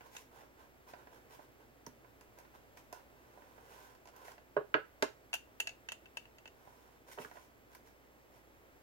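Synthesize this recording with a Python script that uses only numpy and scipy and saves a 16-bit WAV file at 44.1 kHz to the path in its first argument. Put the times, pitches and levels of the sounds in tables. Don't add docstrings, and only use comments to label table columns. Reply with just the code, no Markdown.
import sys
import numpy as np
from scipy import signal
from scipy.fft import rfft, irfft
from scipy.io import wavfile
from scipy.ndimage import uniform_filter1d

SR = 44100
rng = np.random.default_rng(int(sys.argv[2]) if len(sys.argv) > 2 else 0)


def bounce(signal):
    frames = np.transpose(np.atleast_2d(signal))
    limited = np.clip(frames, -1, 1)
    pcm = np.round(limited * 32767).astype(np.int16)
    wavfile.write(sys.argv[1], SR, pcm)


N = 389299

# t/s, boom level/dB, wall level/dB, treble cut-off f/Hz, right microphone lag/ms
BOX_KNOCKS = [(1.8649, -53, -55.5, 9300, 0.092), (4.566, -32.5, -26.5, 1380, 0.14),
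              (4.5733, -32.5, -36, 1090, 0.091), (4.6084, -43, -48.5, 1210, 0.14),
              (4.741, -32, -21, 2200, 0.31), (4.7502, -32, -28.5, 1685, 0.24),
              (4.7659, -37, -38.5, 1580, 0.31), (5.0236, -31.5, -28, 9200, 0.25),
              (5.0262, -36.5, -27, 800, 0.34), (5.0339, -43, -39.5, 690, 0.21),
              (7.1750, -46, -46, 1000, 0.21), (7.1850, -47.5, -42.5, 2370, 0.27),
              (7.1980, -46.5, -52, 900, 0.38), (7.247, -52, -45, 2140, 0.38)]
# f/Hz, level/dB, t60/s
CAVITY_TONES = [(152, -19, 0.15), (310, -19.5, 0.05), (356, -7, 0.057), (424.5, 5.5, 0.072),
                (495, -7, 0.07), (573, 2, 0.032), (625, -3.5, 0.035)]
# f/Hz, level/dB, t60/s
WALL_TONES = [(627, 7, 0.028), (903, -7, 0.072), (1030, -0.5, 0.076), (1187, -9, 0.058), (1327, 0.5, 0.039),
              (1406, -1.5, 0.05), (1460, 3.5, 0.052), (1673, 3.5, 0.025), (1770, -7.5, 0.027),
              (1986, -4.5, 0.036), (2670, -2, 0.021), (2730, 0, 0.029), (2920, -22, 0.015),
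              (4480, -3.5, 0.021), (6410, 6, 0.014), (7540, -17, 0.013), (11000, -25, 0.0064)]
# f/Hz, level/dB
CRUNCH_COLOUR = [(190, -22.5), (290, -7), (450, -2), (620, 1.5), (780, -1), (1100, 0.5), (1550, 3.5),
                 (1970, -1), (2250, -7.5), (2850, -3), (3600, -10), (4700, -10.5), (5500, -12.5),
                 (7000, -8), (9000, -16.5), (15000, -9)]
# t/s, level/dB, treble cut-off f/Hz
INSERT_CLICKS = [(0.166, -47.5, 11900), (5.33, -36.5, 7000), (5.3387, -34, 13000), (5.3415, -36.5, 12500),
                 (5.352, -44.5, 11000), (5.6003, -35.5, 11000), (5.6025, -33, 13100), (5.6718, -36.5, 7200),
                 (5.6916, -45, 6030), (5.8873, -39.5, 5300), (5.9194, -40.5, 9600), (6.0570, -56, 4000),
                 (6.1706, -39, 8000), (6.254, -58, 3500), (6.3837, -58, 7000), (6.4563, -50.5, 3300),
                 (6.476, -54.5, 6350), (7.217, -55, 3500), (7.231, -59, 3500)]
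# f/Hz, level/dB, t60/s
INSERT_TONES = [(673, -20.5, 0.092), (910, -3, 0.021), (1490, -3, 0.02), (1840, -22, 0.012),
                (2260, -30, .02), (2663, 4, 0.038), (2820, -9, 0.041), (3580, -12, 0.028),
                (4730, -10.5, 0.025), (5980, -9, 0.016), (7170, -28, 0.015), (8280, -24, 0.021),
                (9800, 5.5, 0.0012), (11300, -27.5, .008)]
# f/Hz, level/dB
SNAP_COLOUR = [(200, -26.5), (650, -2.5), (1150, -13.5), (1620, 3.5), (2000, 1), (2480, -5.5), (2770, 9.5),
               (3150, -1.5), (3900, -14), (5400, -12.5), (6600, -0.5), (8500, -8.5), (12000, -12),
               (15500, -14)]
# t/s, level/dB, treble cut-off f/Hz
FINGER_TICKS = [(.008, -53.5, 2500), (.1510, -50.5, 2600), (.4080, -57.5, 2000), (0.9356, -46.5, 2580),
                (1.0712, -55, 2890), (1.392, -52, 990), (1.8655, -54, 15000), (2.046, -58.5, 1500),
                (2.2100, -58.5, 9000), (2.3866, -56, 13000), (2.4500, -59.5, 2500), (2.7721, -55.5, 5000),
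                (2.9266, -47.5, 11500), (2.9291, -46, 850), (3.3741, -55, 1300), (3.4202, -57, 1800),
                (3.5809, -55, 1400), (3.9500, -63, 6980), (4.055, -56.5, 6500), (4.0735, -55.5, 7000),
                (4.087, -57, 6000), (4.163, -59.5, 15000), (4.2808, -48, 2600), (4.318, -56.5, 9900),
                (4.38, -55, 3000), (6.6747, -53.5, 900), (7.313, -50.5, 2000), (7.3550, -53, 1980),
                (7.3696, -49.5, 1900), (7.7492, -54.5, 14000)]
# f/Hz, level/dB
SCUFF_COLOUR = [(150, -12), (400, -5.5), (650, 2), (1000, 8), (1220, -21.5), (1600, 3), (2100, -3.5),
                (2800, -8.5), (3900, -17), (4900, -10.5), (5800, -9), (7000, -7), (9000, -9.5),
                (15000, -9.5)]
# t/s, level/dB
PAD_THUDS = [(1.8666, -46.5), (7.175, -63), (7.194, -46.5), (7.249, -56)]
# f/Hz, level/dB, t60/s
PAD_TONES = [(135, 0, 0.052), (183, 0.5, 0.044), (248.5, -2.5, 0.22), (313, -6, 0.12), (934, 0.5, 0.084)]
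# t/s, level/dB, f/Hz
EDGE_SQUEAKS = [(0.165, -58, 3800), (0.168, -51, 6700), (1.864, -51, 6100), (2.927, -62, 7200)]
# start t/s, length/s, rasp level/dB, hiss level/dB
SLIDE_STROKES = [(0, 0.12, -61, -70.5), (0.108, 0.13, -63, -60.5), (0.307, 0.16, -59, -71),
                 (0.568, 0.087, -61, -75), (0.868, 0.058, -56, -63.5), (0.956, 0.087, -60.5, -76),
                 (1.103, 0.095, -60, -71.5), (1.296, 0.072, -56.5, -63), (1.383, 0.081, -63, -73),
                 (1.595, 0.041, -62.5, -78), (2.37, 0.048, -59, -71), (2.538, 0.031, -56.5, -70),
                 (2.763, 0.038, -62, -65), (2.916, 0.1, -56, -73), (3.07, 0.97, -67, -77.5),
                 (3.631, 0.32, -59, -66.5), (4.115, 0.25, -58, -71), (4.234, .08, -68, -62),
                 (6.51, 0.5, -67.5, -75.5), (7.065, 0.072, -58, -65), (7.11, 0.033, -59, -56),
                 (7.17, 0.1, -58, -60), (7.239, 0.25, -67.5, -68.5), (7.692, 0.084, -64.5, -71.5),
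                 (7.846, .05, -68, -69.5), (8.302, 0.11, -69, -75)]
# f/Hz, level/dB
RASP_COLOUR = [(250, -22.5), (450, 3), (680, -1.5), (830, 1.5), (1000, 8), (1200, -10), (1550, -0.5),
               (2100, -25), (2800, -17.5), (3800, -24), (7000, -34)]
# f/Hz, level/dB
HISS_COLOUR = [(1200, -22), (2000, 4.5), (2900, -3.5), (3800, -5.5), (4700, -9), (5500, -1.5), (6800, -2),
               (9000, -4.5), (13000, -10), (15500, -13)]
# f/Hz, level/dB, t60/s
RUBBED_TONES = [(640, -15, 0.026), (946, 2.5, 0.025), (1540, 4, 0.0098), (2760, -10, 0.016)]
# f/Hz, level/dB
AIR_COLOUR = [(20, -15), (49, -14), (130, -5), (165, -15.5), (245, -6.5), (410, -6), (590, -8),
              (1010, -14.5), (2030, -18), (4000, -30), (6300, -31), (9000, -35.5), (13000, -30),
              (15500, -29)]
# f/Hz, level/dB
BOX_LEFT = [(150, -1), (600, -5.5), (1500, -7), (2400, 1), (4500, 0.2), (8000, -5), (14000, 5.5)]
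BOX_RIGHT = [(150, -0.5), (600, 0.5), (1500, 0.5), (2400, -2.5), (4500, 3), (8000, -3.5), (14000, 3)]
AIR_LEFT = [(80, -1), (300, -2.1), (3000, 0.69)]
AIR_RIGHT = [(80, 0.79), (300, 0.07), (3000, 1.1)]

HIT_TIME = np.arange(8192) / SR


def box_knocks():
    out = np.zeros((2, N))
    for start, boom_db, wall_db, cutoff_hz, lag_ms in BOX_KNOCKS:
        walls = ring(WALL_TONES, lag_ms, scatter_db=0.8)
        crunch = level_hit(colour(burst(lag_ms, apart=0.5, t60=0.022), CRUNCH_COLOUR))
        slap = soften((walls + undb(7.5) * crunch) * swell(0.0051), cutoff_hz, order=3)
        boom = soften(ring(CAVITY_TONES, lag_ms, scatter_db=2) * swell(0.038), cutoff_hz)
        add(out, start, undb(wall_db) * slap + undb(boom_db) * boom)
    return room(out, early_db=-7.5, tail_db=-10)


def insert_clicks():
    out = np.zeros((2, N))
    for start, db, cutoff_hz in INSERT_CLICKS:
        noise = burst(lag_ms=0.17, apart=1, t60=0.024) * swell(0.0055)
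        snap = level_hit(colour(noise, SNAP_COLOUR))
        click = ring(INSERT_TONES, lag_ms=0.12, scatter_db=-2.2) + undb(1.5) * snap
        add(out, start, undb(db) * soften(click, cutoff_hz))
    return room(out, early_db=-10, tail_db=-14.5)


def finger_ticks():
    out = np.zeros((2, N))
    for start, db, cutoff_hz in FINGER_TICKS:
        scuff = level_hit(colour(burst(lag_ms=0.292, apart=0.79, t60=0.0265), SCUFF_COLOUR))
        tick = scuff + undb(-6) * ring(WALL_TONES, lag_ms=0.383, scatter_db=1.5)
        add(out, start, undb(db) * soften(tick, cutoff_hz))
    return room(out, early_db=-7, tail_db=-6)


def insert_bending():
    out = np.zeros((2, N))
    for start, db in PAD_THUDS:
        add(out, start, undb(db) * ring(PAD_TONES, lag_ms=0.1, scatter_db=1))
    for start, db, hz in EDGE_SQUEAKS:
        band = signal.butter(2, [0.9 * hz, 1.1 * hz], "band", fs=SR, output="sos")
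        slip = burst(lag_ms=0.2, apart=0.57, t60=0.016)
        add(out, start, undb(db) * level_hit(signal.sosfilt(band, slip)))
    return room(out, early_db=-12, tail_db=-16.5)


def sliding():
    rasp_gain, hiss_gain = np.zeros((2, N))
    for start, length, rasp_db, hiss_db in SLIDE_STROKES:
        speed = stroke_speed(length)
        span = int(start * SR) + np.arange(len(speed))
        rasp_gain[span] = np.hypot(rasp_gain[span], undb(rasp_db) * speed ** 0.61)
        hiss_gain[span] = np.hypot(hiss_gain[span], undb(hiss_db) * speed ** 0.84)
    slips = undb(2.6 * wander(hz=900) + wander(hz=140))
    rasp = unit(colour(mic_noise(N, lag_ms=0.29, apart=0.45) * slips, RASP_COLOUR))
    hiss = unit(colour(mic_noise(N, lag_ms=0.42, apart=1) * slips, HISS_COLOUR))
    pushes = rng.standard_normal((1, N)) * slips
    walls = ring(RUBBED_TONES, lag_ms=0.32, scatter_db=2)
    hollow = unit(signal.fftconvolve(pushes, walls, axes=1)[:, :N])
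    board = undb(0.5) * rasp + undb(-7.5) * hollow
    return room(board * rasp_gain + undb(1) * hiss * hiss_gain, early_db=-19, tail_db=-3)


def stroke_speed(length, fastest_at=0.46):
    progress = np.linspace(0, 1, int(length * SR))
    return np.sin(np.pi / 2 * np.interp(progress, [0, fastest_at, 1], [0, 1, 0]))


def room(x, early_db, tail_db):
    t = np.arange(SR // 2) / SR
    near, low, high = rng.standard_normal((3, 2, len(t)))
    early = near * fade(0.085, t) * (t > 0.003)
    cut_treble = signal.butter(2, 4000, fs=SR)
    low = signal.lfilter(*cut_treble, low) * fade(0.24, t)
    high = (high - signal.lfilter(*cut_treble, high)) * fade(0.23, t)
    tail = (low + 1.33 * high) * np.clip(t / 0.014, 0, 1)
    echoes = (undb(early_db) * unit(early) + undb(tail_db) * unit(tail)) / np.sqrt(len(t))
    return x + signal.fftconvolve(x, echoes, axes=1)[:, :N]


def room_air(hum_hz=58.5):
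    air = unit(colour(mic_noise(N, lag_ms=0.248, apart=1), AIR_COLOUR))
    air *= undb(-62.5 + 0.38 * wander(hz=2))
    phase = 2 * np.pi * hum_hz * np.arange(N) / SR + 0.7 * wander(hz=7)
    hum = np.sqrt(2) * np.sin(phase) * undb(-74.5 + 0.6 * wander(hz=9.8))
    return colour_sides(air + hum, AIR_LEFT, AIR_RIGHT)


def ring(tones, lag_ms, scatter_db):
    total = np.zeros(len(HIT_TIME))
    for k, (hz, db, t60) in enumerate(tones):
        level_luck, pitch_luck = rng.standard_normal(2)
        wave = np.sin(2 * np.pi * hz * (1 + 0.00087 * pitch_luck) * HIT_TIME)
        total += (-1) ** k * undb(db + scatter_db * level_luck) * fade(t60) * wave
    return level_hit(two_mics(total, lag_ms))


def soften(x, cutoff_hz, order=2):
    return level_hit(signal.sosfilt(signal.butter(order, cutoff_hz, fs=SR, output="sos"), x))


def two_mics(x, lag_ms):
    hz = np.fft.rfftfreq(len(x), 1 / SR)
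    delay = np.exp(-2j * np.pi * hz * lag_ms / 1000)
    return np.array([x, irfft(rfft(x) * delay, len(x))])


def mic_noise(size, lag_ms, apart):
    return two_mics(rng.standard_normal(size), lag_ms) + apart * rng.standard_normal((2, size))


def burst(lag_ms, apart, t60):
    return mic_noise(len(HIT_TIME), lag_ms, apart) * fade(t60)


def colour(x, points):
    hz, db = np.transpose(points)
    grid_hz = np.fft.rfftfreq(2048, 1 / SR)
    gain = undb(np.interp(np.log(grid_hz + 1), np.log(hz), db))
    cepstrum = irfft(np.log(gain))
    half = len(cepstrum) // 2
    cepstrum[1:half] *= 2
    cepstrum[half + 1:] = 0
    response = irfft(np.exp(rfft(cepstrum)))
    return signal.fftconvolve(x, response[None], axes=1)[:, :x.shape[1]]


def colour_sides(x, left, right):
    return np.vstack([colour(x[:1], left), colour(x[1:], right)])


def wander(hz):
    step = int(SR / hz)
    targets = rng.standard_normal(N // step + 1)
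    return unit(uniform_filter1d(np.repeat(targets, step), step)[:N])


def fade(t60, t=HIT_TIME):
    return np.exp(-np.log(1000) * t / t60)


def swell(seconds):
    return 1 - fade(seconds)


def undb(db):
    return 10 ** (np.asarray(db) / 20)


def unit(x):
    return x / np.sqrt(np.mean(x ** 2))


def level_hit(x):
    return x / np.sqrt(np.sum(x ** 2) / (2 * SR * 0.01))


def add(out, start, x):
    i = int(start * SR)
    out[:, i:i + x.shape[1]] += x[:, :N - i]


def scene():
    handling = box_knocks() + insert_clicks() + finger_ticks() + insert_bending() + sliding()
    handling = signal.sosfilt(signal.butter(3, 115, "high", fs=SR, output="sos"), handling)
    return colour_sides(handling, BOX_LEFT, BOX_RIGHT) + room_air()


def record(dry):
    top_hz = 15850
    return signal.sosfilt(signal.ellip(10, 0.2, 70, top_hz, fs=SR, output="sos"), dry)


dry = scene()
out = record(dry)
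bounce(out)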